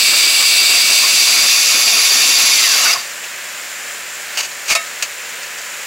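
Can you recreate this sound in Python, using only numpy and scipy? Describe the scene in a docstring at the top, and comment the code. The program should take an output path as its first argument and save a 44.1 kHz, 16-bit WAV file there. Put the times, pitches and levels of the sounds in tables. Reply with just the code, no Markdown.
"""A harsh grinding under a wavering gear whine: an electric core drill cuts a concrete wall outdoors.
Fracturing grit excites the resonances of the steel barrel, and the gears sound multiples of the shaft rate.
The trigger is let go, the barrel drags and squeaks to a halt, and a steady hiss with a faint machine
hum remains. The drill is then shifted: it scrapes, the barrel knocks in its hole, and something clicks."""
import sys
import numpy as np
from scipy.fft import rfft, irfft, next_fast_len
from scipy.io import wavfile
from scipy.ndimage import uniform_filter1d, minimum_filter1d, map_coordinates

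SR = 44100
rng = np.random.default_rng(int(sys.argv[2]) if len(sys.argv) > 2 else 0)


def unload_wav(signal):
    """Save mono or channel-first audio to the path in sys.argv[1] as 16-bit WAV at rate SR, clipped to [-1, 1]."""
    wavfile.write(
        sys.argv[1],
        SR,
        np.round(np.clip(np.atleast_2d(signal).T, -1, 1) * 32767).astype(np.int16),
    )


N = 258426
TIME = np.arange(N) / SR

# Gear, fan and commutator tones.
# Each row: multiple of the shaft rate, relative level in dB at a light bite, the same at a deep bite.
SHAFT_TONES = [(10, -23, -29), (11, -32, -28), (12, -30, -34), (16, -32, -31), (20, -33, -35),
               (21, -28, -24.5), (48, -29, -25.5)]

# Resonances. Each row: frequency in Hz, bandwidth in Hz, relative level in dB.
BARREL_MODES = [(2340, 40, -10), (2460, 140, -15.5), (2700, 110, -4), (3440, 110, -10.5), (3675, 45, -3),
                (4115, 41, -4.5), (4660, 95, 1.5), (4800, 126, -5), (5900, 370, -12.5), (7420, 260, -9)]  # the barrel, damped by the wall
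BENDING_MODES = [(690, 71, -1.5), (1108, 80, 2), (1293, 100, -1), (1460, 58, -5), (1826, 78, 1.5),
                 (2155, 170, 5), (2840, 130, -3)]  # its slower bending
EDGE_MODES = [(4640, 550, 1), (5700, 200, -0.5), (6380, 320, 2.5)]
BODY_MODES = [(2450, 250, 2), (2930, 46, 1)]
HISS_PEAK = [(7210, 710, 0)]

# Noise spectra. Each row: frequency in Hz, relative spectral density in dB.
LIGHT_BITE_SPECTRUM = [(1500, -52), (2400, 3), (3200, -3), (4700, 4.5), (5500, -4), (7000, -5.5), (7950, 2),
                       (8800, -5.5), (9700, -12.5), (11000, -11), (15500, -12)]
DEEP_BITE_SPECTRUM = [(1500, -48), (2400, -2.5), (3200, -6), (4600, -1), (5300, -0.5), (5900, 2.5),
                      (7400, -3.5), (8600, -13), (10500, -6.5), (12500, -12), (15500, -17)]
WALL_SPECTRUM = [(50, -55), (90, -47), (150, -13), (240, -2.5), (600, -2), (850, -1.5), (1200, 0.5),
                 (2000, 2.5), (3500, -14)]
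BUMP_SPECTRUM = [(40, -38), (100, -7), (150, -1), (280, 2), (600, -21)]
CRACK_SPECTRUM = [(60, -37), (150, -35), (400, -23), (650, -1.5), (950, -11), (1270, 5.5), (1600, -21),
                  (2300, 7.5), (3200, -5), (4600, -2.5), (6400, -3.5), (8500, -8), (15500, -22)]
THUD_SPECTRUM = [(30, 1), (70, -5), (250, 1), (900, -40)]
EDGE_SPECTRUM = [(2000, -21), (4500, 1), (6500, 3), (8000, 3), (10000, -16), (15500, -11)]
BODY_SPECTRUM = [(100, -39), (600, -4), (1800, -1.5), (2750, 6), (3400, -5), (5500, -17)]
YARD_SPECTRUM = [(30, -50), (80, -24), (170, -18.5), (240, -14), (300, -18), (480, -7), (1000, -8),
                 (1700, 1.5), (2500, 0), (3600, -7), (5500, -7.5), (7400, -9.5), (10000, -15), (15500, -16)]

# Successive slips of the halting barrel. Each row: frequency in Hz, level in dB.
SLIPS = [(2820, -15), (1480, -14), (2620, -13), (2750, -14), (5020, -11), (1110, -18)]
# Jolts of the drill body. 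Each entry: start in seconds.
BUMP_STARTS = [.079, .629, .832, 1.129, 1.419, 1.739, 1.926, 2.129, 2.249, 2.42]
# The loose barrel hits its hole. Each row: start in seconds, levels in dB of crack, ring and thud.
KNOCKS = [(2.932, -15, -34, -52), (4.704, -11, -20.5, -56), (4.713, -14, -22, -35), (4.751, -6.5, -15, -62)]
# Modes of the struck barrel. Each row: frequency in Hz, relative level in dB, 60 dB decay time in seconds.
STRUCK_MODES = [(672, -5.5, .24), (1276, -4.5, .34), (1812, -6, .3), (2186, -.5, .34), (2225, -3, .28),
                (2500, 1, .07), (2695, -5, .25), (3798, -5, .23), (4650, -2, .07), (5297, -7, .14),
                (7140, -13, .2)]
# The barrel slides in its hole.
# Each row: start, attack and length in seconds, scrape level in dB, squeal in dB relative to the scrape.
SLIDES = [(4.372, .0006, .036, -13.5, -5), (4.428, .001, .028, -21.5, -16), (4.677, .009, .054, -12, -16)]
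# Clicks of the handled tool. Each row: start in seconds, relative levels in dB of edge and body.
CLICKS = [(3.239, -28, -25), (4.515, -22, -42), (5.024, -6.5, -15), (5.253, -32, -28), (5.430, -21, -40),
          (5.585, -23, -34)]
# Tones of a distant machine. Each row: frequency in Hz, level in dB.
HUM_TONES = [(80, -72), (168, -65), (356, -58), (560, -52), (587, -50.5), (1001, -49), (1297, -52),
             (1416, -52), (1766, -45), (2003, -47), (2589, -51), (2649, -51), (2945, -53)]

BITE_S, TRIGGER_OFF_S, JAM_S = 1.17, 2.51, 2.939  # the teeth sink in, the power stops, the barrel jams
SLIDE_T60, CLICK_T60 = 0.074, 0.088  # seconds to fall 60 dB


def drill():
    """Amplitude modulation: the barrel binds once a turn, which sways the force of the cut."""
    bite, speed_share, shaft_hz = motor()
    cut_db, drag_db = friction_levels(bite, speed_share)
    gear_ratio = 13.1
    barrel_angle = phase(shaft_hz / gear_ratio * (1 + .03 * wobble(8)))
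    force = amp(.5 * np.sin(barrel_angle) + 0.65 * wobble(29.84) + 0.27 * np.sin(phase(shaft_hz)))
    cut = cutting(bite)
    drag = chatter(BENDING_MODES, flutter_db=3.5)
    rumble = amp(-18) * coloured(noise(), WALL_SPECTRUM) * amp(2.34 * wobble(30.1))
    grinding = force * (amp(cut_db) * (cut + rumble) + amp(drag_db) * drag)
    grinding = filtered(grinding, lambda hz: 1 - 1 / (1 + (hz / 142) ** 4))  # high-pass
    return grinding + amp(-0.2) * whine(shaft_hz, bite, barrel_angle)


def motor():
    """Load slows a motor: its speed sags as the bite (0-1) and the hole deepen; unpowered, it coasts."""
    start_hz, bite_sag_hz, sag_hz_per_s, coast_s = 228.9, 3.4, 1.7, .49
    bite = soft_step((TIME - BITE_S) / .22)
    speed_share = 1 - np.clip((TIME - TRIGGER_OFF_S) / coast_s, 0, 1) ** 1.47
    shaft_hz = speed_share * (start_hz - bite_sag_hz * bite - sag_hz_per_s * TIME)
    return bite, speed_share, shaft_hz


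def friction_levels(bite, speed_share):
    """Cutting gives way to rubbing as the barrel slows; after the jam both decay exponentially."""
    cut_t60, drag_t60 = 0.59, 0.38
    since_jam = np.maximum(TIME - JAM_S, 0)
    pace = np.maximum(speed_share, speed_share[round(JAM_S * SR)])
    jam_drop_db = 5.5 * (1 - np.exp(-since_jam / 0.0035))
    binding_db = 6.5 * soft_step((0.6 - pace) / 0.024)  # sets in below 60% of full speed
    cut_db = -11.5 + 5 * np.log10(pace) - jam_drop_db - 60 * since_jam / cut_t60
    drag_db = -29 + 3 * bite + binding_db - 60 * since_jam / drag_t60
    return cut_db, drag_db


def cutting(bite):
    """Brittle fracture: grit radiates a broadband rasp, coloured by the bite, and rings the barrel."""
    light = np.sqrt(1 - bite) * coloured(grit(spread_db=1.4), LIGHT_BITE_SPECTRUM)
    deep = np.sqrt(bite) * coloured(grit(spread_db=2.5), DEEP_BITE_SPECTRUM)
    return amp(-1.68) * (light + deep) + amp(-3) * chatter(BARREL_MODES, flutter_db=1.6)


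def chatter(modes, flutter_db):
    """Forced vibration: grit drives each resonance in its own fits and starts."""
    ring = np.zeros(N)
    for hz, width, db in modes:
        drive = np.sqrt(width) * amp(db + flutter_db * wobble(27.98))
        ring += drive * resonate(noise(), [(hz, width, 0)])
    return unit_rms(ring)


def whine(shaft_hz, bite, barrel_angle):
    """Frequency modulation: shaft harmonics sway once a barrel turn and swell as it comes free."""
    sway = (.0055 + .007 * bite) * np.sin(barrel_angle) + .001 * wobble(70)
    shaft_angle = phase(shaft_hz * (1 + sway))
    backlash_db = 5 * np.exp(-((TIME - TRIGGER_OFF_S - 0.13) / 0.065) ** 2)  # unpowered gears rattle
    swell = amp((1 + 4 * bite) * np.cos(barrel_angle - np.pi / 3) + backlash_db)
    slowing = shaft_hz / shaft_hz.max()
    tones = np.zeros(N)
    for order, light_db, deep_db in SHAFT_TONES:
        level = amp(light_db + (deep_db - light_db) * bite + 2 * wobble(35))
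        dying = slowing ** (order ** 2 / 100)  # the highest tones die first
        tones += level * dying * np.sin(order * shaft_angle)
    return np.sqrt(2) * swell * tones


def squeaks():
    """Stick-slip friction: the halting barrel slips at an even beat, each slip a brief rough tone."""
    first_s, period_s, width_s = 2.837, .025, .009
    t = TIME - first_s
    sound = np.zeros(N)
    for k, (hz, db) in enumerate(SLIPS):
        pulse = np.exp(-((t - k * period_s) / width_s) ** 2)
        sound += amp(db) * pulse * np.sin(2 * np.pi * hz * t + .5 * wobble(250))
    return sound


def knocks():
    """Impact excitation: a knock cracks on concrete, rings the barrel's modes and thuds into the ground."""
    ring, t = np.zeros(N), np.arange(SR // 2) / SR
    for start, _, ring_db, _ in KNOCKS:
        for hz, db, t60 in STRUCK_MODES:
            envelope = amp(ring_db + db + rng.normal(0, 1.5) - 60 * t / t60) * (1 - np.exp(-t / .0005))
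            ring[round(start * SR):][:len(t)] += envelope * np.sin(2 * np.pi * (hz * t + rng.random()))
    crack = sum(amp(db) * fade(start, t60=0.098) for start, db, _, _ in KNOCKS)
    crack *= coloured(grit(spread_db=-1.5), CRACK_SPECTRUM)
    thud = sum(amp(db) * fade(start, t60=.1) for start, _, _, db in KNOCKS)
    thud *= coloured(noise(), THUD_SPECTRUM)
    return ring + crack + thud


def scrapes():
    """Dry friction: steel catches on grit in squealing slides and clicks, a bright edge on a dull body."""
    judder = amp(1.1 * wobble(180))
    slides = judder * sum(amp(db) * slide(start, attack, length) for start, attack, length, db, _ in SLIDES)
    edge = slides + sum(amp(db) * fade(start, CLICK_T60) for start, db, _ in CLICKS)
    body = amp(-8) * slides + sum(amp(db) * fade(start, CLICK_T60) for start, _, db in CLICKS)
    bright = amp(-10.5) * coloured(grit(spread_db=-2), EDGE_SPECTRUM)
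    bright += amp(-6.5) * resonate(noise(), EDGE_MODES)
    dull = amp(-1) * coloured(grit(spread_db=1), BODY_SPECTRUM)
    dull += amp(-4) * resonate(noise(), BODY_MODES)
    return edge * bright + body * dull + judder * squeal()


def slide(start, attack, length, lead_s=.023):
    """Static friction yields in stages: in this envelope loose grit gives way just before the slide."""
    trickle = amp(-11) * fade(start - lead_s, SLIDE_T60, attack, hold=lead_s / 2)
    return trickle + fade(start, SLIDE_T60, attack, hold=length)


def squeal(hz=2880):
    """Friction-excited vibration: the barrel holds a rough tone through the first half of each slide."""
    envelope = sum(amp(db + squeal_db) * fade(start, SLIDE_T60, attack, hold=length / 2)
                   for start, attack, length, db, squeal_db in SLIDES)
    return envelope * np.sin(2 * np.pi * hz * TIME + 1.3 * wobble(300))


def bumps():
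    """Soft impacts carry mostly bass: the drill body jolts against the ground, harder at a deep bite."""
    bite, _, _ = motor()
    jolts = sum(fade(start, t60=0.25, attack=0.0046) for start in BUMP_STARTS)
    return amp(-39 + 5 * bite) * jolts * coloured(noise(), BUMP_SPECTRUM)


def yard():
    """A continuous spectrum under a line spectrum: steady hiss and a distant machine's wavering tones."""
    rush = coloured(grit(spread_db=0.45), YARD_SPECTRUM) * amp(0.31 * wobble(7.1))
    hiss = amp(-7) * resonate(grit(spread_db=2.5), HISS_PEAK) * amp(0.82 * wobble(8))
    hum = sum(amp(db + 1.5 * wobble(4.18)) * np.sin(2 * np.pi * hz * TIME + .8 * wobble(8))
              for hz, db in HUM_TONES)
    return amp(-28) * (rush + hiss) + hum


def grit(spread_db):
    """Modulated noise: countless tiny fractures that come in clumps."""
    return noise() * amp(spread_db * wobble(900))


def noise():
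    """White noise: equal mean power at all frequencies."""
    return rng.standard_normal(N)


def wobble(rate):
    """Smooth random modulation, with rate knots a second."""
    knots = rng.standard_normal(int(N * rate / SR) + 4)
    return map_coordinates(knots, [np.arange(N) * rate / SR])


def fade(start, t60, attack=0.00046, hold=0):
    """Exponential decay after an attack and a hold, all in seconds."""
    t = np.maximum(TIME - start, 0)
    return amp(-60 * np.maximum(t - hold, 0) / t60) * (1 - np.exp(-t / attack))


def resonate(x, modes):
    """Modal superposition: x through damped resonators of alternating sign, at rms 1."""
    def response(f):
        return sum((-1) ** k * amp(db) * 1j * f * width / (hz * hz - f * f + 1j * f * width)
                   for k, (hz, width, db) in enumerate(modes))
    return unit_rms(filtered(x, response))


def coloured(x, spectrum):
    """Spectral shaping: x weighted by a curve in dB over log frequency, at rms 1."""
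    points_hz, db = np.transpose(spectrum)
    return unit_rms(filtered(x, lambda hz: amp(np.interp(np.log(hz + 1), np.log(points_hz), db))))


def filtered(x, response):
    """Linear filtering: the spectrum of x times a frequency response."""
    size = next_fast_len(N + SR // 2)
    return irfft(rfft(x, size) * response(np.fft.rfftfreq(size, 1 / SR)), size)[:N]


def phase(hz):
    """Phase in radians is the integral of angular frequency."""
    return 2 * np.pi * np.cumsum(hz) / SR


def soft_step(x):
    """A logistic rise from 0 to 1 around x = 0."""
    return (1 + np.tanh(x / 2)) / 2


def amp(db):
    """Decibels as an amplitude ratio."""
    return 10 ** (np.asarray(db) / 20)


def unit_rms(x):
    """Normalisation to a mean power of 1."""
    return x / np.sqrt(np.mean(x ** 2) + 1e-20)


def scene():
    """Superposition: the sources add, alike in both channels."""
    return np.tile(drill() + squeaks() + bumps() + knocks() + scrapes() + yard(), (2, 1))


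def record(dry):
    """Peak and band limiting: a fast gain dip holds down the peaks, and the top treble is cut off."""
    ceiling, top_hz = .8, 15800
    needed = np.minimum(1, ceiling / (np.abs(dry).max(axis=0) + 1e-9))
    gain = uniform_filter1d(minimum_filter1d(needed, size=61), size=61)
    return np.array([filtered(side * gain, lambda hz: hz < top_hz) for side in dry])


dry = scene()
out = record(dry)
unload_wav(out)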